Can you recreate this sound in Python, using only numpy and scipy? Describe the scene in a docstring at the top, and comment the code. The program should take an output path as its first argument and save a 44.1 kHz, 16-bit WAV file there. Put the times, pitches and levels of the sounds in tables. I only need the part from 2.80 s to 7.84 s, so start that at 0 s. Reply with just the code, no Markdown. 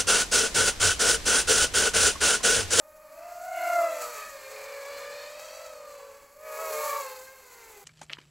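"""Quadcopter racing past in an open field

A small quadcopter races twice past the listener, in mono. Its four propellers are stacks of sines at
slightly different pitches that beat against each other as the throttle moves; random side bands roughen
the lines. The blades chop shaped noise into a rush and a hiss.
Slowly wavering low noise makes a faint wind rumble underneath."""
import sys
import numpy as np
from scipy.fft import rfft, irfft, next_fast_len
from scipy.io import wavfile
from scipy.ndimage import uniform_filter1d, map_coordinates

SR = 44100
rng = np.random.default_rng(int(sys.argv[2]) if len(sys.argv) > 2 else 0)


def wav_out(sig):
    """Save sig, one row per channel (or a flat mono array), as 16-bit PCM at SR to the path in sys.argv[1]."""
    wavfile.write(sys.argv[1], SR, np.round(np.clip(np.atleast_2d(sig).T, -1, 1) * 32767).astype(np.int16))


N = 222352

# level of the four blade-pass tones together: (t/s, level/dB)
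TONE_LEVEL = [(0.0, -54.5), (0.3, -52), (0.41, -44), (0.55, -42.5), (1.01, -23.5), (1.06, -25), (1.11, -32),
              (1.3, -44.5), (1.41, -50), (1.51, -53.5), (1.56, -44), (1.63, -47.5), (1.96, -42),
              (2.25, -42.0), (2.69, -47.5), (2.84, -45.5), (3.27, -47.5), (3.51, -60.5), (3.68, -42.0),
              (3.96, -34.5), (4.07, -35.5), (4.43, -49.5), (4.48, -62), (4.53, -54.5), (4.63, -61.5),
              (5.04, -57)]
# level of the rush of air through the rotors: (t/s, level/dB)
RUSH_LEVEL = [(0.0, -69.5), (.3, -66), (0.68, -55.5), (0.94, -46), (1.15, -50.5), (1.25, -45.5),
              (1.32, -50.0), (1.38, -47.5), (1.52, -55), (1.69, -55.5), (1.74, -52.5), (2.05, -54),
              (2.2, -52), (2.28, -55.5), (2.64, -54.5), (2.89, -56.5), (3.01, -60.5), (3.11, -58),
              (3.58, -67), (3.66, -57.5), (3.75, -49.5), (3.92, -45), (4.13, -43.5), (4.3, -49.5),
              (4.42, -55), (4.52, -59.5), (4.74, -59), (4.96, -57), (5.04, -59.5)]
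# how far the tail and the wash face the listener: (t/s, 1 = tail on, 0 = side on, below 0 = nose on)
TAIL_TO_LISTENER = [(0, -0.33), (.3, -0.41), (.5, 0.32), (.8, 0.16), (1.2, 0.47), (1.55, 0.42),
                    (1.85, 0.77), (2.35, 1), (2.7, 0.9), (3.3, 0.55), (3.65, -0.067), (4.1, 0.021),
                    (4.3, 0.23), (4.5, 0.06), (4.85, 0.33), (5.04, 0.078)]
# how the rotors stand out in the overtones: (t/s, fastest rotor/dB, slow pair/dB)
ROTOR_LEAD = [(0, -5, -6), (.3, -11, 4), (.5, 10, 20), (.75, -5, -14), (1.05, 10, 4.5), (1.4, 7.5, -7.5),
              (1.8, 8, -11), (2.2, 18.5, 10.5), (2.6, 14.5, -16), (3.2, 18.5, 7), (3.7, -1.5, 0),
              (4.1, -4.5, -4.5), (4.35, 14, 23), (4.6, 12, 3), (4.75, 10, 1), (4.88, -5, -4), (5.04, 2, 9)]
# how far turbulence smears the lines: (t/s, roughness per harmonic number)
LINE_SMEAR = [(0, .14), (.55, .17), (.8, .18), (1.03, .15), (1.2, .23), (1.5, .19), (1.85, .25), (2.1, .16),
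              (2.4, .15), (2.7, .24), (3.3, .22), (3.65, .13), (4.2, .15), (4.4, .09), (5.04, .1)]
# how well the overtones carry: (f/Hz, level/dB)
OVERTONE_CARRY = [(1500, 2.5), (1690, 0.5), (1800, 1.5), (1900, -2.5), (1960, 1.5), (2050, 6.5),
                  (2300, 5.5), (2600, 5.5), (2780, -2), (2950, -5), (3200, -3.5), (3700, -2.5), (4300, 2.5),
                  (4700, -1), (5200, -13), (7500, 11), (9000, -29)]


def amp(db):
    """Decibels to gain."""
    return 10 ** (np.asarray(db) / 20)


def unit(x):
    """Scale to rms 1."""
    return x / np.sqrt(np.mean(x ** 2) + 1e-20)


def curves(rows):
    """One value per sample for each column after the time."""
    s, *columns = np.transpose(rows)
    t = np.arange(N) / SR
    return np.array([np.interp(t, s, column) for column in columns])


def swells(rows):
    """Gain of bell-shaped swells given as (t/s, level/dB, half length/s)."""
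    t = np.arange(N) / SR
    return amp(sum(db * np.exp(-((t - s) / length) ** 2) for s, db, length in rows))


def wobble(rate, count=4):
    """Smooth random curves, one per rotor by default, with rate knots a second."""
    position = [np.arange(N) * rate / SR]
    knots = int(N * rate / SR) + 4
    return np.array([map_coordinates(rng.standard_normal(knots), position) for _ in range(count)])


def filtered(x, response):
    """x times a response of frequency."""
    size = next_fast_len(N + 8192)
    hz = np.fft.rfftfreq(size, 1 / SR)
    return irfft(rfft(x, size) * response(hz), size)[..., :N]


def coloured(x, spectrum):
    """x shaped by (f/Hz, level/dB) points on a log axis, at rms 1."""
    f, db = np.transpose(spectrum)
    return unit(filtered(x, lambda hz: amp(np.interp(np.log(hz + 1), np.log(f), db))))


def blade_phase(drift=0.004503, wake_drift=0.00252, jitter=0.004964):
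    """Each rotor's blade angle; the flight controller nudges every motor, harder as the tail turns to us."""
    # blade-pass pitch of the rotors, fastest first: (t/s, f/Hz, f/Hz, f/Hz, f/Hz)
    blade_pitch = [(0, 633, 620, 597, 555.4), (.3, 631, 619.3, 603.5, 562), (.45, 701.3, 668.4, 646, 603),
                   (.58, 705.7, 683.7, 655, 617), (.68, 735.4, 704.7, 672.7, 643),
                   (.75, 738.7, 707, 673, 639.7), (.87, 741.3, 694.2, 668, 622),
                   (.95, 706, 692.6, 664, 604.5), (1.03, 680.8, 676, 640, 574),
                   (1.12, 677, 663, 626.7, 531.7), (1.17, 672, 639, 591.3, 520),
                   (1.23, 651, 607, 585, 483.6), (1.3, 636.6, 602.5, 554.6, 496),
                   (1.39, 631.7, 584.8, 560.7, 426), (1.48, 627, 587.4, 556, 428.4),
                   (1.55, 607.6, 557.4, 546.8, 424), (1.64, 590, 539.7, 536, 417),
                   (1.72, 599, 545, 514.6, 435), (1.8, 605.3, 558.4, 527.2, 429.5),
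                   (1.88, 594.4, 558.8, 522.4, 444.6), (2.08, 590.8, 559.7, 488.6, 443.4),
                   (2.33, 602.5, 565.6, 504.7, 462.9), (2.66, 648.4, 608.3, 550.3, 513),
                   (2.86, 656.7, 616.7, 575, 517.3), (3.2, 567.4, 561.4, 512.6, 455.9),
                   (3.5, 574.2, 557.5, 513.8, 431), (3.66, 623.8, 567.6, 504.4, 438.4),
                   (3.75, 614, 561, 479.5, 431.4), (3.82, 649.5, 554.3, 484, 423.7),
                   (3.89, 629.7, 549.6, 481.7, 413.3), (3.94, 613, 539.5, 450.2, 444.2),
                   (4.08, 593, 560.1, 454, 448.5), (4.19, 572, 554.5, 456, 455.3),
                   (4.27, 527.8, 515.5, 429.2, 422.5), (4.36, 531, 517.5, 427.2, 420),
                   (4.41, 522, 519.2, 426, 423), (4.52, 535.5, 528, 420.6, 412.5),
                   (4.62, 535, 519.5, 419.4, 412), (4.71, 509, 484, 416.5, 408),
                   (4.87, 519.6, 451.8, 401.6, 394.5), (5.04, 497.3, 402.4, 399, 392.8)]
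    spool_s = 0.033  # the motors smooth the throttle over this time
    slow_nudges = (drift + wake_drift * curves(TAIL_TO_LISTENER)) * wobble(28)
    nudges = slow_nudges + jitter * wobble(140)
    hz = uniform_filter1d(curves(blade_pitch), int(spool_s * SR), axis=1) * (1 + nudges)
    start_turns = rng.random((len(hz), 1))
    return 2 * np.pi * (np.cumsum(hz, axis=1) / SR + start_turns)


def rotor_tones(fade_db=2.0, fade_rate=7):
    """The tone's level, divided among the rotors by the bank of the craft; each fades in and out a little."""
    # each rotor against the second: (t/s, fastest rotor/dB, third/dB, slowest/dB)
    bank_balance = [(0, -9, -5, -6.5), (.28, -12, -2.5, -8), (.5, 8, -6.5, -0.5), (.7, 1.5, -1.5, -5.5),
                    (.84, -5, -1.5, -8), (1.06, -18.5, -13, -21), (1.18, -2.5, 0, -7), (1.3, -8, -12, -2),
                    (1.46, -2, -5, -11.5), (1.6, -5.5, -2.5, -19), (1.78, -8.5, -3, -6.5),
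                    (2.05, -16, -10.5, -13), (2.85, -5, -4, -5.5), (3.35, -10.5, -7, -8.5),
                    (3.62, 3, -8.5, -11.5), (4, 4, -3, -5), (4.18, 3, -18.5, -8.5), (4.36, -10, -18.5, -39),
                    (4.65, -10, -7.5, -18), (5.04, -4, -4, -12)]
    fastest, third, slowest = amp(curves(bank_balance))
    part = np.array([fastest, np.ones(N), third, slowest]) * amp(fade_db * wobble(fade_rate))
    return amp(curves(TONE_LEVEL)) * part / np.linalg.norm(part, axis=0)


def shares(tone, loudness_power, lead_db=0, slow_db=0):
    """Each rotor's part in a layer; a higher power favours the rotors with the louder tones."""
    part = tone ** loudness_power
    part[0] *= amp(lead_db)
    part[2:] *= amp(slow_db)
    return part / np.linalg.norm(part, axis=0)


def partials(phase, weight, orders, rough, eddy_rate=110, spread=0):
    """Multiples of the blade pass of all rotors; eddies cut by the blades give each line a rough skirt."""
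    def eddies():
        return rough * wobble(eddy_rate)

    def line(angle):
        return (1 + eddies()) * np.sin(angle) + eddies() * np.cos(angle)

    total = 0
    for k, db in orders:
        angle = k * phase + spread * k * k  # spread staggers the overtones and blunts the pulse
        total = total + amp(db) * (weight * line(angle)).sum(0)
    return total


def blade_tones(phase, tone):
    """The blade-pass fundamentals, whose close pitches beat into a throbbing buzz."""
    return np.sqrt(2) * partials(phase, tone, [(1, 0)], rough=.1, eddy_rate=80)


def churn(phase, tone, churn_db=-8):
    """Blades cutting disturbed air add a very rough copy of the tone, 2 % lower, that follows the rush."""
    rough_tone = partials(phase, shares(tone, loudness_power=0.47), [(0.98, 0)], rough=2.9, eddy_rate=63)
    return amp(curves(RUSH_LEVEL)[0] + churn_db) * unit(rough_tone)


def once_a_turn(phase, tone, shaft_smear=1.9, low_hz=330):
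    """Unequal blades sound once a turn, between the blade tones; the lowest lines are faint, cut steeply below
    330 Hz."""
    # the lines: (multiple of the blade pass, level/dB)
    unbalance_lines = [(.5, -25.5), (1.5, -20.5), (2.5, -28.5), (3.5, -37)]
    # how unequal each rotor's blades are, fastest first: (level/dB)
    blade_mismatch = [-6.5, -1.5, 4, 6.5]
    # level of the lines over the blade tone: (t/s, level/dB)
    shaft_level = [(0, 5.5), (.45, 0.5), (.58, -6), (.7, -14), (.8, -4), (1.0, -4.5), (1.15, -0.5),
                   (1.3, 4), (1.5, -13), (2.2, -1), (2.75, -1), (3.3, -5), (4.1, 3), (4.35, -4),
                   (5.04, -11)]
    unequal = np.sqrt(2) * tone * amp(blade_mismatch)[:, None] * amp(curves(shaft_level))
    smear = shaft_smear * curves(LINE_SMEAR)[0]
    lines = sum(partials(phase, unequal, [(k, db)], rough=smear * k, eddy_rate=70)
                for k, db in unbalance_lines)
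    return filtered(lines, lambda hz: hz ** 5 / np.hypot(hz ** 5, low_hz ** 5))


def harmonic(phase, share, order):
    """One harmonic of all rotors at rms 1; the higher it is, the more the turbulence smears it."""
    rough = curves(LINE_SMEAR)[0] * order
    lines = partials(phase, share, [(order, 0)], rough=rough)
    return unit(lines / np.hypot(1, rough))  # the roughness adds no loudness


def octave_whine(phase, tone):
    """The second harmonic, a whine an octave above the blade tones."""
    # level of the whine: (t/s, level/dB)
    whine_level = [(0.0, -63), (0.45, -55.5), (0.58, -53.5), (0.701, -47.5), (0.92, -33.5), (1.04, -31.5),
                   (1.15, -45), (1.249, -38.5), (1.31, -46), (1.41, -41.5), (1.61, -57), (2.23, -49),
                   (2.45, -56.5), (3.17, -52.5), (3.56, -63.5), (3.66, -49.5), (3.799, -38.5),
                   (3.94, -41.5), (4.05, -34.5), (4.15, -32), (4.44, -58), (4.62, -61), (4.73, -60.5),
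                   (4.85, -60), (5.04, -58.5)]
    lead_db, slow_db = curves(ROTOR_LEAD)
    share = shares(tone, loudness_power=1.0, lead_db=lead_db, slow_db=slow_db)
    return amp(curves(whine_level)[0]) * harmonic(phase, share, order=2)


def upper_whine(phase, tone):
    """Third to sixth harmonics, coloured by how well the overtones carry."""
    # level of the third harmonic, which carries the others along: (t/s, level/dB)
    upper_level = [(0.0, -69.5), (0.43, -64.5), (0.64, -71), (0.77, -48), (0.89, -43), (1.31, -53.5),
                   (1.44, -44), (1.541, -54.5), (1.85, -52.5), (2.28, -49), (2.47, -51.5), (2.56, -59),
                   (2.99, -65), (3.44, -63), (3.55, -78), (3.66, -53.5), (3.75, -49), (4.13, -44),
                   (4.41, -56.5), (4.49, -54), (4.62, -64.5), (4.79, -60.5), (4.88, -63.5), (5.04, -71)]
    # make-up, harmonics over the third: (t/s, fourth/dB, fifth and sixth/dB, fastest rotor/dB, slow pair/dB)
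    overtone_mix = [(0, -8, -10, -7, -1), (.5, 2, -15, -14, -5), (.8, 1, -13, -1.5, -9),
                    (1.0, -4.5, -19, 9, 0), (1.13, -2, -3.5, 4, 1), (1.45, -8.5, -17, 3, 1),
                    (1.85, 2, -11, 12, -0.5), (2.3, -6, -7, 6.5, -8), (2.7, -1, -9, 16, -6),
                    (3.2, -9, -3, 13, 9), (3.65, -2, -11, -8, -2), (3.95, -1.5, -11, -9.5, -7),
                    (4.15, 0, -11, -2, 1), (4.35, -13, -7, 6, 13), (4.5, -7, -18, 13, -1),
                    (4.75, 1, -8, 5, -15), (5.04, 3, -3, 11, -3)]
    fourth_db, edge_db, lead_db, slow_db = curves(overtone_mix)
    share = shares(tone, loudness_power=0.83, lead_db=lead_db, slow_db=slow_db)
    third = coloured(harmonic(phase, share, order=3), OVERTONE_CARRY)
    fourth = amp(fourth_db) * coloured(harmonic(phase, share, order=4), OVERTONE_CARRY)
    fifth_and_sixth = harmonic(phase, share, order=5) + harmonic(phase, share, order=6)
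    edge = amp(edge_db) * coloured(fifth_and_sixth, OVERTONE_CARRY)
    return amp(curves(upper_level)[0]) * (third + fourth + edge)


def blade_rasp(phase, tone):
    """The highest blade overtones, blunted and very rough, strongest from behind."""
    # the overtones before colouring: (multiple of the blade pass, level/dB)
    rasp_lines = [(4, -5), (5, 1), (6, 1), (7, 2), (8, 3), (9, 4)]
    # level of the rasp over the rush: (t/s, level/dB)
    rasp_level = [(0, -20), (.5, -13), (.8, -9), (1.4, -3), (1.98, -2.5), (2.1, 0.5), (2.22, 3), (2.4, 6),
                  (2.52, 2.5), (2.75, 4), (2.9, -1), (3.3, -4.5), (3.65, -17), (4.0, -6.5), (4.28, -4),
                  (4.5, -7), (5.04, -8)]
    share = shares(tone, loudness_power=0.61, lead_db=curves(ROTOR_LEAD)[0])
    lines = partials(phase, share, rasp_lines, rough=1.7, eddy_rate=170, spread=0.402)
    return amp(curves(RUSH_LEVEL)[0] + curves(rasp_level)[0]) * coloured(lines, OVERTONE_CARRY)


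def propellers(phase, tone):
    """Four harmonic stacks: tones, rough copy, once-a-turn lines, whines and rasp."""
    low = blade_tones(phase, tone) + churn(phase, tone) + once_a_turn(phase, tone)
    return low + octave_whine(phase, tone) + upper_whine(phase, tone) + blade_rasp(phase, tone)


def chopped(phase, share, depth):
    """Noise that swells each time a blade sweeps towards the listener."""
    return np.exp(depth * (share * np.cos(phase)).sum(0)) * rng.standard_normal(N)


def air(phase, tone, wash_growth=0.89, fizz_db=3, fizz_tail_db=-8, gust_db=1.0, flutter_db=1.17):
    """Propeller wash, tip hiss and fizz, all pulsing with the blades; the fizz drops when tail on."""
    # turbulent wash of the propellers: (f/Hz, level/dB)
    wash_colour = [(120, -27), (280, -28.5), (450, -0.5), (700, 4), (1000, 7), (1500, 3), (2400, 2),
                   (3200, -9), (3700, -18.5), (4300, 0), (5200, -5), (7500, -19.5), (10000, -12)]
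    # tip hiss: (f/Hz, level/dB)
    hiss_colour = [(1500, -29), (3600, -8.5), (4300, -6), (5200, -4.5), (6400, 2), (7800, 4), (8700, -6),
                   (9800, -8), (11500, -74)]
    # fizz above the hiss: (f/Hz, level/dB)
    fizz_colour = [(8500, -59), (10000, -9), (11300, 2), (12300, -0.5), (13500, -15), (14700, -0.5),
                   (15800, -4)]
    # how much of the wash is blown towards the listener: (t/s, level over the rush/dB)
    downwash_level = [(0, -3.5), (.5, 6), (.7, -2.5), (.95, -1.5), (1.2, 3), (1.42, 1), (1.75, 4.5),
                      (2.3, 4.5), (2.7, 4), (3.3, 2), (3.75, 1.5), (4.1, 1), (4.35, 0.5), (5.04, -1)]
    # brief spits in the whole rush of air: (t/s, swell/dB, half length/s)
    air_spits = [(1.222, 7.5, 0.0072), (1.75, -0.5, 0.023), (2.19, 3, 0.017), (2.597, 4, 0.0065)]
    share = shares(tone, loudness_power=0.31)
    gusts = amp(gust_db * wobble(110, count=1)[0])
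    flutter = amp(flutter_db * wobble(22.13, count=1)[0])
    rush_db, tail = curves(RUSH_LEVEL)[0], curves(TAIL_TO_LISTENER)[0]
    swell_db = rush_db - rush_db.mean()
    wash_gain = amp(wash_growth * swell_db + curves(downwash_level)[0])
    wash = wash_gain * coloured(chopped(phase, share, depth=0.11), wash_colour)
    hiss = amp(swell_db) * coloured(chopped(phase, share, depth=0.44), hiss_colour)
    fizz_gain = amp(fizz_db + swell_db + fizz_tail_db * tail)
    fizz = fizz_gain * coloured(chopped(phase, share, depth=0.089), fizz_colour)
    return amp(rush_db.mean()) * (wash + (hiss + fizz) * flutter) * gusts * swells(air_spits)


def breeze(level_db=-68.0, gust_db=1.0, gust_rate=9):
    """A faint low rumble of shaped noise that comes and goes."""
    # the breeze and the quiet of the field: (f/Hz, level/dB)
    breeze_colour = [(15, -2.5), (28, 3), (64, 0.5), (130, -7.5), (220, -7), (350, -5.5), (700, -24)]
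    # puffs of wind on the microphone: (t/s, level over the breeze/dB, half length/s)
    wind_puffs = [(1.3, 2, 0.054), (1.47, 7, 0.025), (2.15, 6, 0.046), (2.34, 3, 0.054), (3.43, 5.5, 0.029)]
    gusts = amp(level_db + gust_db * wobble(gust_rate, count=1)[0]) * swells(wind_puffs)
    return gusts * coloured(rng.standard_normal(N), breeze_colour)


def scene():
    """The quadcopter over the breeze, alike in both channels."""
    phase, tone = blade_phase(), rotor_tones()
    mono = propellers(phase, tone) + air(phase, tone) + breeze()
    return np.array([mono, mono])


def record(dry, top_hz=15830):
    """Cut everything from the band limit upwards."""
    return filtered(dry, lambda hz: hz < top_hz)


dry = scene()
out = record(dry)
wav_out(out)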